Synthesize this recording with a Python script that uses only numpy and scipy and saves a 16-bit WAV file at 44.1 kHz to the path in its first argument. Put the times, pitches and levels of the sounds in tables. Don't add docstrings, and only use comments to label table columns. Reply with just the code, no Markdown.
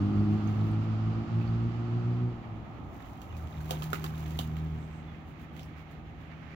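import sys
import numpy as np
from scipy import signal
from scipy.fft import rfft, irfft
from scipy.io import wavfile

SR = 44100
rng = np.random.default_rng(int(sys.argv[2]) if len(sys.argv) > 2 else 0)


def generate_wav(signal):
    frames = np.transpose(np.atleast_2d(signal))
    scaled = np.clip(frames, -1, 1) * 32767
    pcm = np.round(scaled).astype(np.int16)
    wavfile.write(sys.argv[1], SR, pcm)


N = 288855
TIME = np.arange(N) / SR


def amp(db):
    return 10 ** (np.asarray(db) / 20)


def unit(x):
    return x / np.sqrt(np.mean(np.abs(x) ** 2) + 1e-20)


def follow(rows):
    times, *columns = np.transpose(rows)
    return [np.interp(TIME, times, column) for column in columns]


def at_hz(points, hz):
    f, value = np.transpose(points)
    return np.interp(np.log(hz + 1), np.log(f), value)


def colour(x, tone):
    gain = unit(amp(at_hz(tone, np.fft.rfftfreq(N, 1 / SR))))
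    return irfft(rfft(x) * gain, N)


def add(mix, s, sound):
    part = mix[..., max(round(s * SR), 0):][..., :sound.shape[-1]]
    part += sound[..., :part.shape[-1]]


def bell(s, length):
    return np.exp(-(2 * (TIME - s) / length) ** 2)


def swells(rows):
    return sum(amp(db) * bell(s, length) for s, db, length in rows)


def drift(per_s):
    count = N // 100 + 2
    hz = np.fft.rfftfreq(count, 100 / SR)
    slow = irfft(rfft(rng.standard_normal(count)) * np.exp(-(hz / per_s) ** 2))
    return unit(np.interp(np.arange(N) / 100, np.arange(len(slow)), slow))


def lean(right_db):
    return amp(np.array([[-.5], [.5]]) * right_db)


PORT_LAG, ENGINE_LAG = 23, 14


def ports(x, lag=PORT_LAG):
    return np.array([x, np.pad(x, (lag, 0))[:N]])


# (frequency [Hz], likeness of the two channels [0 to 1])
CHANNEL_LIKENESS = [(60, 0.85), (130, 0.82), (290, 0.78), (640, 0.67), (1400, 0), (16000, 0)]


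def air(tone):
    a, b = rfft(rng.standard_normal((2, N)))
    same = np.clip(at_hz(CHANNEL_LIKENESS, np.fft.rfftfreq(N, 1 / SR)), -1, 1)
    pair = np.array([a, same * a + np.sqrt(1 - same ** 2) * b])
    return colour(irfft(pair, N), tone)


def patter(per_s, spread_db):
    size = amp(spread_db * np.minimum(rng.exponential(1, N), 4))
    lands = rng.random(N) < per_s / SR
    return unit(size * rng.standard_normal(N) * lands)


def hiss(tone, per_s, spread_db, wet_db):
    scattered = np.array([patter(per_s, spread_db), patter(per_s, spread_db)])
    direct = ports(patter(per_s, spread_db))
    return unit(colour(direct + amp(wet_db) * scattered, tone))


def bubble(hz, cycles, rise):
    age = np.arange(4000) / SR * hz / cycles
    ring = np.sin(2 * np.pi * cycles * (age + rise * age ** 2 / 2))
    return ring * np.exp(-age) * (1 - np.exp(-10 * age))


def throttle(pull, rise_s):
    opens, eases, _, _, ease_s, left = pull
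    attack = 1 - np.exp(-(np.maximum(TIME - opens, 0) / rise_s) ** 2)
    return attack * (left + (1 - left) * np.exp(-np.maximum(TIME - eases, 0) / ease_s))


# (time [s], crank speed [turns per s])
CRANK_SPEED = [(0, 50.75), (2.3, 60.2), (2.5, 55), (2.8, 46), (3.5, 38.8), (4.7, 39.3), (6.55, 39.1)]
# (middle [s], boom depth [dB], rasp depth [dB], length [s])
DRONE_DIPS = [(.41, 3, 5, .06), (.85, 4, 3, .07), (1.25, 15, 2, .09), (1.47, 4, 1, .07), (1.8, 5, 3, .22),
              (2.4, 13, 4, .12), (3.52, 11, 8, .07), (3.93, 8, 0, .45), (5.27, 8, 6, .12)]
# (frequency [Hz], relative level [dB per Hz])
GAS_TONE = [(40, -23.5), (80, 3.5), (200, 0.5), (340, 2), (420, -13.5), (520, -22.5), (900, -54.5)]
THROB_DB, THROB_PER_S, THROB_CREST_S = 1.7, 6.8, .335
FLUTTER_DB, FLUTTER_PER_S = .7, 12
BOOM_RISE_S, RASP_RISE_S = .08, .32
NEAR_RASP_DB, NEAREST_S, NEAR_S = 9.8, .22, .9


def exhaust(pull, orders, throb, puff_db, waver):
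    _, _, boom_db, rasp_db, _, _ = pull
    throb_db = throb * THROB_DB * np.cos(2 * np.pi * THROB_PER_S * (TIME - THROB_CREST_S))
    sway_db = throb_db + FLUTTER_DB * drift(FLUTTER_PER_S)
    boom_dip_db, rasp_dip_db = sum(np.outer(depths, bell(s, length)) for s, *depths, length in DRONE_DIPS)
    boom = throttle(pull, BOOM_RISE_S) * amp(boom_db + sway_db - boom_dip_db)
    near_db = NEAR_RASP_DB * bell(NEAREST_S, NEAR_S)
    rasp = throttle(pull, RASP_RISE_S) * amp(rasp_db + near_db + .6 * sway_db - rasp_dip_db)

    turns = np.cumsum(follow(CRANK_SPEED)[0] * (1 + 0.005 * drift(17))) / SR
    multiples, order_db = np.transpose(orders)
    sizes = amp(order_db)
    low = multiples < np.pi
    hum = np.zeros(N)
    for multiple, size, is_low in zip(multiples, sizes, low):
        share = size / np.linalg.norm(sizes[low == is_low])
        scatter = 1 + waver * (1.1 - share) * (drift(6) + 1j * drift(4.8))
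        uneven = 1j ** (round(multiple) % 2)
        wave = (uneven * scatter * np.exp(2j * np.pi * multiple * turns)).real
        hum -= np.sqrt(2) * share * (boom if is_low else rasp) * wave
    return ports(hum, ENGINE_LAG) + amp(puff_db) * rasp * air(GAS_TONE)


# (multiple of the crank speed [ratio], relative level [dB])
LOW_GEAR_ORDERS = [(1, -36.5), (2, -2), (3, -13.5), (4, -3), (5, -18), (6, -9.5), (7, -27.5), (8, -27)]
HIGH_GEAR_ORDERS = [(1, -25), (2, -5), (3, -16), (4, 1.5), (5, -41.5), (6, -14), (7, -33.5), (8, -29.5),
                    (9, -36), (10, -23.5)]
# (throttle opens [s], eases off [s], boom of the low orders [dB],
# rasp of the higher orders [dB], dying back [s], drive left [share])
LOW_GEAR_PULL = (-1, 2.23, -29.3, -38.9, .21, .005)
HIGH_GEAR_PULL = (3.23, 4.74, -39.1, -37.5, .17, .22)


def engine():
    pulling = exhaust(LOW_GEAR_PULL, LOW_GEAR_ORDERS, throb=1, puff_db=-8.5, waver=.3)
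    droning = exhaust(HIGH_GEAR_PULL, HIGH_GEAR_ORDERS, throb=0, puff_db=-15, waver=.55)
    return (pulling + droning) * lean(.7)


# (frequency [Hz], relative level [dB per Hz])
TRAFFIC_TONE = [(20, -31.5), (35, -33), (59, 0), (78, -7), (110, -3), (170, -8), (290, -9), (400, -19),
                (600, -21.5), (1200, -79.5)]
RUMBLE_DB, NEAR_RUMBLE_DB, RECEDE_S = -47.8, 8, 2.9


def rumble():
    level_db = RUMBLE_DB + NEAR_RUMBLE_DB * bell(0, 2 * RECEDE_S) + .7 * drift(6)
    return amp(level_db) * air(TRAFFIC_TONE) * lean(.7)


# (frequency [Hz], relative level [dB per Hz])
ROAD_COLOUR = [(200, -1), (400, -9), (520, -12), (620, -2), (750, 3.5), (1000, -4), (1300, -0.5),
               (1600, -26), (2500, -34), (5000, -56.5)]
ROAD_DB, ROAD_FADE_DB_PER_S = -46.8, 1.55


def road():
    level_db = ROAD_DB - ROAD_FADE_DB_PER_S * TIME + .32 * drift(14)
    return amp(level_db) * air(ROAD_COLOUR) * lean(1.1)


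# (frequency [Hz], relative level [dB per Hz])
TYRE_COLOUR = [(700, -18.5), (1200, 8), (1420, 4), (1620, -1.5), (2900, -4), (3700, -10), (4600, -11),
               (5600, -18), (7200, -21.5), (9500, -48), (16000, -44.5)]
TYRE_DB, TYRE_FADE_DB_PER_S, TYRES_GONE_S, TYRE_GONE_DB_PER_S = -51.7, 1.7, 2.1, 25


def tyres():
    gone_db = TYRE_GONE_DB_PER_S * np.maximum(TIME - TYRES_GONE_S, 0)
    level_db = TYRE_DB - TYRE_FADE_DB_PER_S * TIME - gone_db
    return amp(level_db + .5 * drift(19)) * air(TYRE_COLOUR) * lean(6.3)


# (time [s], level [dB])
RUSTLE_LEVEL = [(0, -65), (2.7, -61.5), (3.2, -67), (4.5, -60.7), (6.55, -60.3)]
# (frequency [Hz], relative level [dB per Hz])
RUSTLE_COLOUR = [(700, -18), (1500, 3.5), (2200, 4.5), (3200, -3), (4200, -11.5), (5200, -18.5),
                 (6800, -19.5), (8200, -32), (12000, -30.5), (15500, -25.5)]


def rustle():
    return amp(follow(RUSTLE_LEVEL)[0] + 1.2 * drift(16)) * air(RUSTLE_COLOUR) * lean(9)


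# (middle [s], level [dB], length [s])
BATHING_BOUTS = [(.55, -74, .3), (1.45, -83, .2), (3.05, -76.5, .3), (4, -67.5, 1.35)]
CALM_DB = -93


def stir():
    return amp(CALM_DB) + swells(BATHING_BOUTS)


# (frequency [Hz], relative level [dB per Hz])
SLOSH_COLOUR = [(200, -14), (500, 1), (800, 11), (1400, 0), (2300, -1.5), (3500, -7), (4600, -16.5),
                (7000, -15), (9000, -37)]


def slosh():
    bubbles = np.zeros(N)
    for hz in np.geomspace(700, 3500, 12):
        bursts = patter(per_s=45, spread_db=2.5)
        bubbles += unit(signal.oaconvolve(bursts, bubble(hz, cycles=2, rise=.02))[:N])
    wash = hiss(SLOSH_COLOUR, per_s=2500, spread_db=-0.5, wet_db=6.5)
    level = stir() ** .8 * amp(1.2 * drift(25))
    return level * (wash + amp(-6.5) * ports(unit(bubbles)))


# (time [s], level [dB], starting pitch [Hz])
PLINKS = [(.195, -54, 4430), (.474, -48, 6260), (0.714, -55, 8200), (1.412, -45, 2500),
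          (1.476, -50.5, 4350)]


def drips():
    out = np.zeros(N)
    for s, db, hz in PLINKS:
        add(out, s, amp(db) * bubble(hz, cycles=14, rise=.05))
    return out


# (middle [s], relative level [dB], length [s])
FEATHER_FLICKS = [(.335, -72, .05), (.5, -72, .075), (.68, -73, .09), (.835, -77, .06), (2.96, -72, .1),
                  (3.1, -70, .07), (5.3, -73, .07), (5.425, -71, .07), (5.8, -75, .07), (5.925, -74, .05),
                  (6.22, -80, .08)]
# (frequency [Hz], relative level [dB per Hz])
SPRAY_COLOUR = [(300, -25), (900, -12), (1500, -7.5), (2400, 1), (3400, -5), (4400, -1.5), (5600, -7),
                (6800, 0.5), (8200, -10.5), (11000, -5), (14000, -0.5), (16000, 1)]
SPRAY_RISE_S, SPRAY_T60 = .0035, .26
SCOOP_DB, SCOOP_AHEAD_S, SCOOP_S = -12.5, .015, .055


def spray():
    thrown, t = np.zeros(N), np.arange(SR // 2) / SR
    scoops = []
    for s, _, spray_db, _, _ in WATER_SLAPS:
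        add(thrown, s, amp(spray_db - 60 * t / SPRAY_T60) * (1 - np.exp(-t / SPRAY_RISE_S)))
        scoops.append((s - SCOOP_AHEAD_S, spray_db + SCOOP_DB, SCOOP_S))
    falling = np.sqrt(thrown ** 2 + swells(scoops) ** 2 + swells(FEATHER_FLICKS) ** 2 + stir() ** 2)
    mist = hiss(SPRAY_COLOUR, per_s=6700, spread_db=-1.5, wet_db=12.5)
    drops = amp(-1.5) * hiss(SPRAY_COLOUR, per_s=450, spread_db=3.8, wet_db=-3)
    return falling * amp(2.2 + 1.1 * drift(90)) * (mist + drops)


# (time [s], relative crack level [dB], relative spray level [dB],
# air pocket level [dB], air pocket pitch [Hz])
WATER_SLAPS = [(3.2166, -32.5, -62, -46, 1000), (3.367, -38, -60, -50, 2400), (3.472, -41, -73, -55, 3100),
               (3.605, -44, -59, -42, 1500), (3.694, -40, -60, -35, 1090), (3.7078, -14, -51.5, -25, 680),
               (3.8215, -27.5, -48.5, -33, 1050), (3.9307, -18, -48.5, -17.5, 1325),
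               (4.0412, -21.5, -51.5, -28.5, 1080), (4.176, -48, -55, -52, 1210),
               (4.261, -38, -56, -44, 2020), (4.307, -35, -62, -55, 1400), (4.3895, -17, -48.5, -31.5, 780),
               (4.567, -36, -65, -39, 2200), (5.565, -39, -63, -44, 2020), (5.594, -37, -72, -37, 2950),
               (5.631, -40, -76, -43, 5240)]
# (frequency [Hz], relative level [dB per Hz])
CRACK_TONE = [(150, 0), (400, 7), (750, 9.5), (1000, 10), (1450, -0.5), (2050, -17), (2700, 10.5),
              (3300, 8), (3900, 0.5), (4500, -1), (5700, -5.5), (7000, -1.5), (9500, -14), (15000, -3)]


def slaps():
    cracks, plunges, gulps = np.zeros((3, N))
    t = np.arange(4000) / SR
    sharp, slow = t / .00003, t / 0.00094
    click = (1 - sharp) * np.exp(-sharp)
    thump = (1 - slow) * np.exp(-slow)
    crackle = (np.exp(-t / 0.0019) + 0.1 * np.exp(-t / 0.01)) * (1 - np.exp(-t / 0.00022))
    for s, crack_db, _, pocket_db, pocket_hz in WATER_SLAPS:
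        add(cracks, s, amp(crack_db - 10.5) * rng.standard_normal(len(t)) * crackle)
        add(cracks, s + .0006, amp(crack_db + 3) * click)
        depth = amp(pocket_db) * (700 / pocket_hz) ** 1.7
        add(gulps, s + 0.00066, amp(1.5) * depth * thump)
        add(plunges, s, amp(-7.5) * depth * rng.standard_normal(len(t)) * np.exp(-t / 0.01))
        add(gulps, s + 0.00018, amp(pocket_db) * bubble(pocket_hz, cycles=2.4, rise=0.018))
        for late, smaller in rng.random((12, 2)):
            piece_hz = pocket_hz * (1.05 + .7 * smaller + .35 * late)
            piece = bubble(piece_hz, cycles=1.8, rise=.02)
            add(gulps, s + 0.0032 + .03 * late, amp(pocket_db - 13 - 3 * late) * piece)
    plunge_tone = [(100, -14.5), (260, -2), (450, 1.5), (800, -1), (1000, -13), (2000, -28.5)]
    return colour(cracks, CRACK_TONE) + colour(plunges, plunge_tone) + gulps


# (start [s], relative level [dB], start pitch [Hz], end pitch [Hz], length [s])
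DUCKLING_PEEPS = [(3.292, -56, 2950, 2750, .035), (3.33, -58, 2600, 2300, .045),
                  (5.063, -62, 3540, 3320, .065)]


def ducklings():
    out = np.zeros(N)
    for s, db, start_hz, end_hz, length in DUCKLING_PEEPS:
        hz = np.linspace(start_hz, end_hz, round(length * SR))
        tone = np.sin(2 * np.pi * np.cumsum(hz) / SR)
        add(out, s, amp(db) * np.hanning(len(hz)) * tone)
    return out * amp(-2 + 4 * drift(60))


# (middle [s], level [dB], length [s])
FEATHER_SIZZLES = [(4.83, -73, .1), (4.96, -73, .11)]
# (middle [s], level [dB], length [s])
FEATHER_SWISHES = [(5.433, -65, .074), (5.79, -57, .082), (6.325, -56.5, .077), (6.43, -60, .039),
                   (6.528, -55, .17)]


def wings():
    swish_tone = [(300, -2), (1200, 12), (2300, 14.5), (3500, -2), (5000, -8), (7000, -16), (8500, -28), (15000, -32)]
    sizzle_tone = [(3000, -15), (5500, -7), (7000, 1), (8300, 0), (9500, -10), (11000, -18)]
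    swish = swells(FEATHER_SWISHES) * hiss(swish_tone, per_s=11000, spread_db=-4.5, wet_db=7)
    sizzle = swells(FEATHER_SIZZLES) * hiss(sizzle_tone, per_s=6000, spread_db=.8, wet_db=5.0)
    return swish + sizzle


def bank(x, wet_db, t60):
    t, echo = np.arange(SR // 4) / SR, np.zeros((2, N))
    for k in range(4):
        taps = rng.choice([-1., 1.], (2, len(t))) * (rng.random((2, len(t))) < 6000 / SR)
        taps *= amp(-60 * t / t60) * (t > .0015)
        taps /= np.linalg.norm(taps, axis=1, keepdims=True)
        turn = np.maximum(np.cos(2 * np.pi * (TIME * 1.6 - k / 4)), 0)
        echo += signal.oaconvolve((x * turn)[None], taps, axes=1)[:, :N]
    return ports(x) + amp(wet_db) * echo


# (frequency [Hz], share of the full lead [ratio])
RIGHT_PORT_LEAD = [(500, -0.038), (1300, 1), (2400, 0.82), (4400, 1), (6500, 0.91), (8500, -0.53),
                   (11000, -0.19), (15000, .2)]


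def scene():
    duck = bank(slaps() + drips() + ducklings(), wet_db=-4.5, t60=.17)
    duck += spray() + slosh() + wings()
    right_db = 9 * at_hz(RIGHT_PORT_LEAD, np.fft.rfftfreq(N, 1 / SR))
    distance = engine() + rumble() + road() + tyres() + rustle()
    return irfft(rfft(duck) * lean(right_db), N) + distance


EDGE_HZ = 15900


def record(dry):
    dry = dry * signal.windows.tukey(N, .0012)
    low_pass = signal.firwin(511, EDGE_HZ, window=("kaiser", 9), fs=SR)
    return signal.oaconvolve(dry, low_pass[None], "same")


dry = scene()
out = record(dry)
generate_wav(out)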